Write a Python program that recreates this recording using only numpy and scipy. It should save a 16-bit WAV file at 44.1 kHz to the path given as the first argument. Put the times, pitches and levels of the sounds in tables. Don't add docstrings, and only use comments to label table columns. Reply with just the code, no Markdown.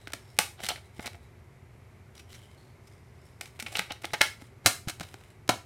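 import sys
import numpy as np
from scipy import signal
from scipy.fft import rfft, irfft, next_fast_len
from scipy.io import wavfile
from scipy.ndimage import uniform_filter1d

SR = 44100
rng = np.random.default_rng(int(sys.argv[2]) if len(sys.argv) > 2 else 0)


def attenuation_scalar(level_db):
    decades = np.asarray(level_db, float) / 20
    return 10 ** decades


def waveform_to_disk(signal):
    frames = np.transpose(np.atleast_2d(signal))
    scaled = np.clip(frames, -1, 1) * 32767
    samples = np.round(scaled).astype(np.int16)
    wavfile.write(sys.argv[1], SR, samples)


N = 249165

# t/s, peak level/dB, ring of touched part f/Hz, burst length/ms
CRISP = [(.078, -49.5, 1410, 3.5), (.12, -47, 1520, 3.7), (.134, -30, 1960, 3.8), (.194, -60, 2700, 2),
         (.366, -55.5, 2410, 3.5), (.376, -55, 2450, 3), (.388, -13.5, 2600, 3.3), (.634, -36, 2700, 5.3),
         (.645, -34.5, 3800, 2.4), (.6872, -25.5, 4220, 7.3), (1.004, -66, 2300, 3.4),
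         (1.058, -36.5, 3930, 6.1), (2.149, -54.5, 3240, 8.6), (2.868, -58.5, 4930, 15),
         (3.41, -34, 2340, 4.6), (3.624, -36.5, 2260, 4.8), (3.763, -38, 2160, 7.2), (3.77, -29, 3840, 4.6),
         (3.791, -27, 2090, 5.3), (4.016, -50.5, 2760, 9.5), (4.046, -41.5, 3780, 4.6),
         (4.465, -64, 1220, 9.2), (4.6605, -11, 3900, 3.16), (4.663, -18, 1505, 14),
         (4.883, -32.5, 1490, 8.7), (4.895, -33, 1420, 10), (4.998, -37.5, 1400, 1.24),
         (5.086, -54.5, 3100, 4.1), (5.477, -45.5, 1355, 3.1)]
# t/s, peak level/dB, ring f/Hz, burst length/ms
THIN = [(.653, -36, 3900, 4.7), (.664, -32.5, 3070, 6.8), (1.067, -34, 2410, 4.9),
        (1.132, -49.5, 2110, 1.5), (2.177, -49, 3900, 3.5), (2.189, -49.5, 2520, 15),
        (2.302, -55.5, 3130, 6), (2.329, -47, 4030, 1.7), (2.335, -51, 5470, 27), (3.456, -45.5, 2360, 3.7),
        (3.598, -33, 2410, 8.9), (3.919, -34.5, 3800, 5.7), (4.053, -32, 3300, 3.6),
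        (4.2155, -11.5, 2150, 2.5), (5.027, -43.5, 1200, 10.5), (5.502, -34, 6380, 8.8)]
# t/s, peak level/dB, ring f/Hz, burst length/ms
DULL = [(.57, -57, 3530, 36), (.591, -47.5, 2830, 6), (.601, -41.5, 1270, 5.8), (.705, -30, 3070, 0.92),
        (.714, -36, 4030, 5), (.77, -53, 2090, 18), (.994, -38, 2090, 5.1), (1.034, -45, 2070, 41),
        (1.143, -50, 2130, 6.6), (3.814, -50, 3870, 5.4), (3.885, -47, 2050, 29),
        (3.904, -34.5, 2900, 11.5), (4.043, -31.5, 2150, 3.5)]
# t/s, peak level/dB, ring f/Hz, burst length/ms
BLUNT = [(.072, -34.5, 1510, 3.3), (.697, -30, 3053, 15), (.72, -44, 2170, 3.2), (.758, -39, 2000, 6.1),
         (3.662, -33, 2480, 10.6), (3.753, -24.5, 2800, 7.9), (3.784, -31, 3800, 4.4),
         (3.7935, -19, 2130, 2.6), (3.895, -53.5, 3590, 15), (3.955, -51, 1940, 15),
         (4.104, -45.5, 2050, 4.3), (4.142, -28.5, 1247, 9), (4.211, -12, 1890, 6.7),
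         (4.214, -21.5, 950, 7.3)]
# t/s, peak level/dB, ring f/Hz, burst length/ms
FLAT = [(.101, -52, 2150, 4.5), (.967, -59, 2970, 3.3), (1.075, -37, 3870, 3.2), (1.151, -55, 2130, 5),
        (3.591, -44.5, 2590, 3.4), (3.673, -52.5, 2600, 12), (4.033, -46, 2200, 8),
        (4.134, -28.5, 2000, 10.5), (4.208, -30.5, 1960, 4.1), (4.419, -49, 2070, 3.1),
        (4.639, -49.5, 1770, 57), (4.871, -45.5, 1440, 15), (5.006, -36.5, 1500, 9.4),
        (5.141, -42, 1500, 2.34), (5.206, -59.5, 2650, 10.5), (5.491, -19, 745, 8.3)]
# events, thump level/dB, fizz level/dB (both relative to the mid panels)
CONTACTS = [
    (CRISP, -9, -2),
    (THIN, -37.5, -6),
    (DULL, 0.4, -21),
    (BLUNT, -12.5, -15.5),
    (FLAT, 0.5, -6.5),
]
# f/Hz, width/Hz, level/dB
CASE_MODES = [(705, 100, 6.5), (840, 64, 9), (1370, 300, 6.5), (2150, 370, 7.5), (2980, 460, -1),
              (3800, 530, -0.5), (5000, 93, -19.5), (5640, 1700, -0.5)]
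# f/Hz, width/Hz, level/dB
LID_MODES = [(285, 170, 4), (770, 190, 6), (1450, 420, 7), (2150, 360, 4.5), (2950, 310, -1.5),
             (3900, 240, 4.5), (5200, 490, -10), (6630, 1700, -2)]
# f/Hz, width/Hz, level/dB
EDGE_MODES = [(6470, 5400, 14), (8400, 1900, 12.5)]
# t/s, length/s, share before firmest point/0-1, level/dB, ring f/Hz
RUBS = [(0, 0.11, 0, -58.5, 3900), (.17, 0.26, .5, -62, 5500), (0.777, 0.18, 0.4, -67, 4000),
        (0.591, 0.06, 0.3, -46.5, 2980), (0.626, 0.052, 0.2, -38, 3150), (.74, 0.032, 0.8, -52, 3900),
        (0.932, 0.12, 0.85, -49.5, 2150), (1.076, 0.2, 0.85, -67, 3900), (2.149, .09, 0.3, -55.5, 5840),
        (2.272, 0.28, 0.09, -55.5, 3110), (2.567, 0.21, 0.06, -62.5, 4350), (2.75, 0.59, 0.2, -71.5, 9300),
        (3.168, 0.35, 0.24, -67, 5500), (3.413, 0.077, 0, -51.5, 2380), (3.501, 0.075, 0.82, -57.5, 2230),
        (3.607, 0.12, 0.66, -50, 2250), (3.711, 0.042, 0.39, -40, 2560), (3.88, 0.039, 0.7, -54, 2080),
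        (3.94, 0.27, .95, -57.5, 3900), (4.394, 0.085, .1, -54.5, 2120), (5.008, 0.35, 0, -56.5, 2490)]
# f/Hz, level/dB per Hz
RUB_COLOUR = [(180, -31.5), (300, 2), (725, 0.5), (1010, -7.5), (2030, -6), (2440, -15.5), (2930, -6),
              (5340, -0.5), (16000, -29)]
# t/s, peak level/dB, f/Hz, t60/s
THUDS = [(0.073, -39.5, 296, 0.034), (0.136, -39.5, 280, 0.043), (0.386, -32, 173, 0.065),
         (.634, -39.5, 212, 0.06), (0.993, -23.5, 238, 0.014), (1.057, -42.5, 236, 0.08),
         (3.623, -44, 228, 0.19), (3.789, -38, 189, 0.13), (3.906, -34, 200, 0.018),
         (4.043, -34.5, 347, 0.051), (4.133, -32.5, 151, 0.031), (4.209, -24.5, 161, 0.017),
         (4.421, -37.5, 266, 0.037), (4.657, -26.5, 102.3, 0.14), (4.873, -19.5, 138, 0.018),
         (5.005, -34.5, 170, 0.062), (5.142, -38.5, 387, 0.023), (5.49, -32, 116, 0.16),
         (5.493, -40, 288, 0.028)]
# f/Hz, t60/s
ROOM_T60 = [(150, 0.27), (500, 0.23), (1500, 0.26), (4000, 0.27), (9000, 0.29), (15000, 0.28)]
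# delay t/s, level/dB
ECHOES = [(.004, -20), (.007, -14), (0.01, -24), (0.015, -17.5)]
# f/Hz, level/dB per Hz
AIR_COLOUR = [(12, -46), (20, -22.5), (53, -12.5), (85, 1), (125, -1.5), (168, -14.5), (241, -14),
              (300, -22.5), (660, -21.5), (2320, -30.5), (3340, -38), (8180, -42.5), (13000, -43.5),
              (16000, -58.5)]
# f/Hz, width/Hz, level/dB
DUCTS = [(374, 84, -65.5), (2090, 520, -71.5)]
# f/Hz, level/dB
MIC = [(100, 0), (8000, 0), (12000, -1), (15500, -3), (16400, -9), (16900, -70), (22050, -80)]

LID_FROM_S = 4.5
SHAKE_DB_PER_DB, SHAKE_FROM_DB = 0.19, 1
LANDING_DB, LIFTING_DB, RUB_BRIGHT_DB = -19.5, -14, 0
RUB_RING_DB, RUB_RING_WIDTH_HZ = -8.5, 170
CATCHES_PER_S, CATCH_DB, CATCH_DECAY_S = 260, 3, 0.0016
ROOM_DB, AIR_DB = -4.5, -53


def snaps():
    out = np.zeros((2, N))
    for rows, thump_db, fizz_db in CONTACTS:
        chances = rng.standard_normal((len(rows), 2048))
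        for (s, db, ring_hz, length_ms), chance in zip(rows, chances):
            sound = snap(s, db, thump_db, fizz_db, ring_hz, length_ms, chance)
            send_db = np.clip(SHAKE_DB_PER_DB * (db - SHAKE_FROM_DB), -9, 0)
            add(out[0], s, sound)
            add(out[1], s, sound * attenuation_scalar(send_db))
    return out


def snap(s, db, thump_db, fizz_db, ring_hz, length_ms, chance):
    slips = slips_of(chance, length_ms, np.clip((db + 46) / 16, 0, 1))
    modes = CASE_MODES if s < LID_FROM_S else LID_MODES
    panels = sum(attenuation_scalar(g) * resonate(slips, f, w) for f, w, g in modes)
    body = panels + .45 * band(slips, 200, 8000)
    ring = np.interp(db, [-30, -14], [.7, .4]) * peaked(resonate(slips, ring_hz, 300))
    wide = peaked(band(band(body, 1000, 9000), 1100, 6800))
    damped = np.clip((-fizz_db - 5) / 12, 0, .7)
    mid = (1 - damped) * wide + damped * peaked(resonate(wide, ring_hz, 1000)) + ring
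    low = peaked(band(band(body, 170, 1150), 100, 1300))
    edges = -band(slips, 6500, 15000)
    fizz = peaked(edges + sum(attenuation_scalar(g) * resonate(edges, f, w) for f, w, g in EDGE_MODES))
    return attenuation_scalar(db) * (peaked(mid) + attenuation_scalar(thump_db) * low + attenuation_scalar(fizz_db) * fizz)


def slips_of(chance, length_ms, hard):
    t = np.arange(len(chance)) / SR
    length_s = np.clip(length_ms, .7, 30) / 1000
    creep = np.minimum(t / (0.0001 + 0.59 * (1 - hard) * length_s), 1)
    shape = creep * np.exp(-(t / length_s) ** 2)
    release = 1 + 0.35 * hard * np.exp(-((t - .0007) / 0.0003) ** 2)
    slips = chance * abs(chance) ** .5 * shape * release
    for _ in range(3):
        z = rfft(slips)
        slips = irfft(z / np.sqrt(uniform_filter1d(abs(z) ** 2, size=19) + 1e-9)) * shape ** 0.08
    return slips


def rub_grit():
    clumps = evened(uniform_filter1d(rng.standard_normal(N), size=200))
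    grit = coloured(RUB_COLOUR) * attenuation_scalar(np.clip(2.5 * clumps, -6, 5))
    catches = (rng.random(N) < CATCHES_PER_S / SR) * np.minimum(rng.exponential(1, N), 3)
    decay = np.exp(-np.arange(300) / (CATCH_DECAY_S * SR))
    return grit * (1 + attenuation_scalar(CATCH_DB) * signal.oaconvolve(catches, decay)[:N])


def rubs():
    t, out = np.arange(N) / SR, np.zeros(N)
    grit = rub_grit()
    dull = band(grit, 400, 7000) + .8 * sum(resonate(grit, f, w) for f, w, _ in CASE_MODES[3:])
    dull = dull / np.std(band(dull, 1700, 10000))
    bright = evened(band(grit, 7000, 22000))
    for s, length_s, share, db, ring_hz in RUBS:
        end_s = s + length_s
        near = (t > s - .01) & (t < end_s + .01)
        on = np.clip(np.minimum(t[near] - s, end_s - t[near]) / .008 + .5, 0, 1)
        firm_s = s + length_s * np.clip(share, .02, .98)
        press_db = np.interp(t[near], [s, firm_s, end_s], [LANDING_DB, 0, LIFTING_DB])
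        ring = attenuation_scalar(RUB_RING_DB) * evened(resonate(dull[near], ring_hz, RUB_RING_WIDTH_HZ))
        out[near] += on * attenuation_scalar(db + press_db) * (dull[near] + ring + attenuation_scalar(RUB_BRIGHT_DB) * bright[near])
    return out


def thuds():
    out, t = np.zeros(N), np.arange(6000) / SR
    for s, db, hz, t60 in THUDS:
        onset = 1 - np.exp(-t / 0.00064)
        add(out, s, attenuation_scalar(db - 60 * t / t60) * np.sin(2 * np.pi * hz * t) * onset * 1.2)
    return out


def room(x):
    t, out = np.arange(N) / SR, np.zeros(N)
    for k in range(3):
        taps = np.zeros(SR // 2)
        at = np.arange(350, SR // 2 - 12, 12)
        taps[at + rng.integers(0, 12, len(at))] = rng.choice([-1., 1.], len(at))
        hz, tt, z = signal.stft(taps, SR, nperseg=256)
        tail = signal.istft(z * attenuation_scalar(-60 * tt / read(ROOM_T60, hz)[:, None]), SR, nperseg=256)[1]
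        turn = np.sqrt(2 / 3) * np.cos(2 * np.pi * (t * 3.1 + k / 3))
        out += signal.oaconvolve(x * turn, tail / np.linalg.norm(tail))[:N]
    out *= attenuation_scalar(ROOM_DB)
    for s, db in ECHOES:
        add(out, s, attenuation_scalar(db) * x)
    return out


def air():
    swell = evened(uniform_filter1d(rng.standard_normal(N), size=6000))
    white = rng.standard_normal(N)
    ducts = sum(attenuation_scalar(db) * evened(resonate(resonate(white, f, w), f, w)) for f, w, db in DUCTS)
    return attenuation_scalar(AIR_DB) * coloured(AIR_COLOUR) * attenuation_scalar(0.31 * swell) + ducts


def evened(x):
    return x / np.sqrt(np.mean(x ** 2) + 1e-20)


def peaked(x):
    return x / np.sqrt(uniform_filter1d(x ** 2, size=88).max() + 1e-20)


def read(points, hz):
    f, value = np.transpose(points)
    return np.interp(np.log(hz + 1), np.log(f + 1), value)


def add(mix, s, sound):
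    part = mix[round(s * SR):][:len(sound)]
    part += sound[:len(part)]


def band(x, lo_hz, hi_hz):
    sos = signal.butter(2, [lo_hz, min(hi_hz, SR / 2.2)], "bandpass", fs=SR, output="sos")
    return signal.sosfilt(sos, x)


def resonate(x, hz, width_hz):
    pole = np.exp((2j * np.pi * hz - np.pi * width_hz) / SR)
    return 2 * signal.lfilter([1 - abs(pole)], [1, -pole], x + 0j).real


def coloured(points):
    size = next_fast_len(N)
    gain = attenuation_scalar(read(points, np.fft.rfftfreq(size, 1 / SR)))
    return evened(irfft(rfft(rng.standard_normal(size)) * gain, size)[:N])


def scene():
    direct, sent = snaps() + rubs()
    return (direct + room(band(sent, 210, 17000)) + thuds() + air())[None]


def top_cut(x):
    return signal.sosfilt(signal.butter(12, 16830, fs=SR, output="sos"), x)


def record(dry):
    hz = np.linspace(0, SR / 2, 200)
    mic = signal.firwin2(127, hz, attenuation_scalar(read(MIC, hz)), fs=SR)
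    mix = signal.oaconvolve(np.clip(dry, -1, 1), mic[None], "same")
    return top_cut(mix)


dry = scene()
out = record(dry)
waveform_to_disk(out)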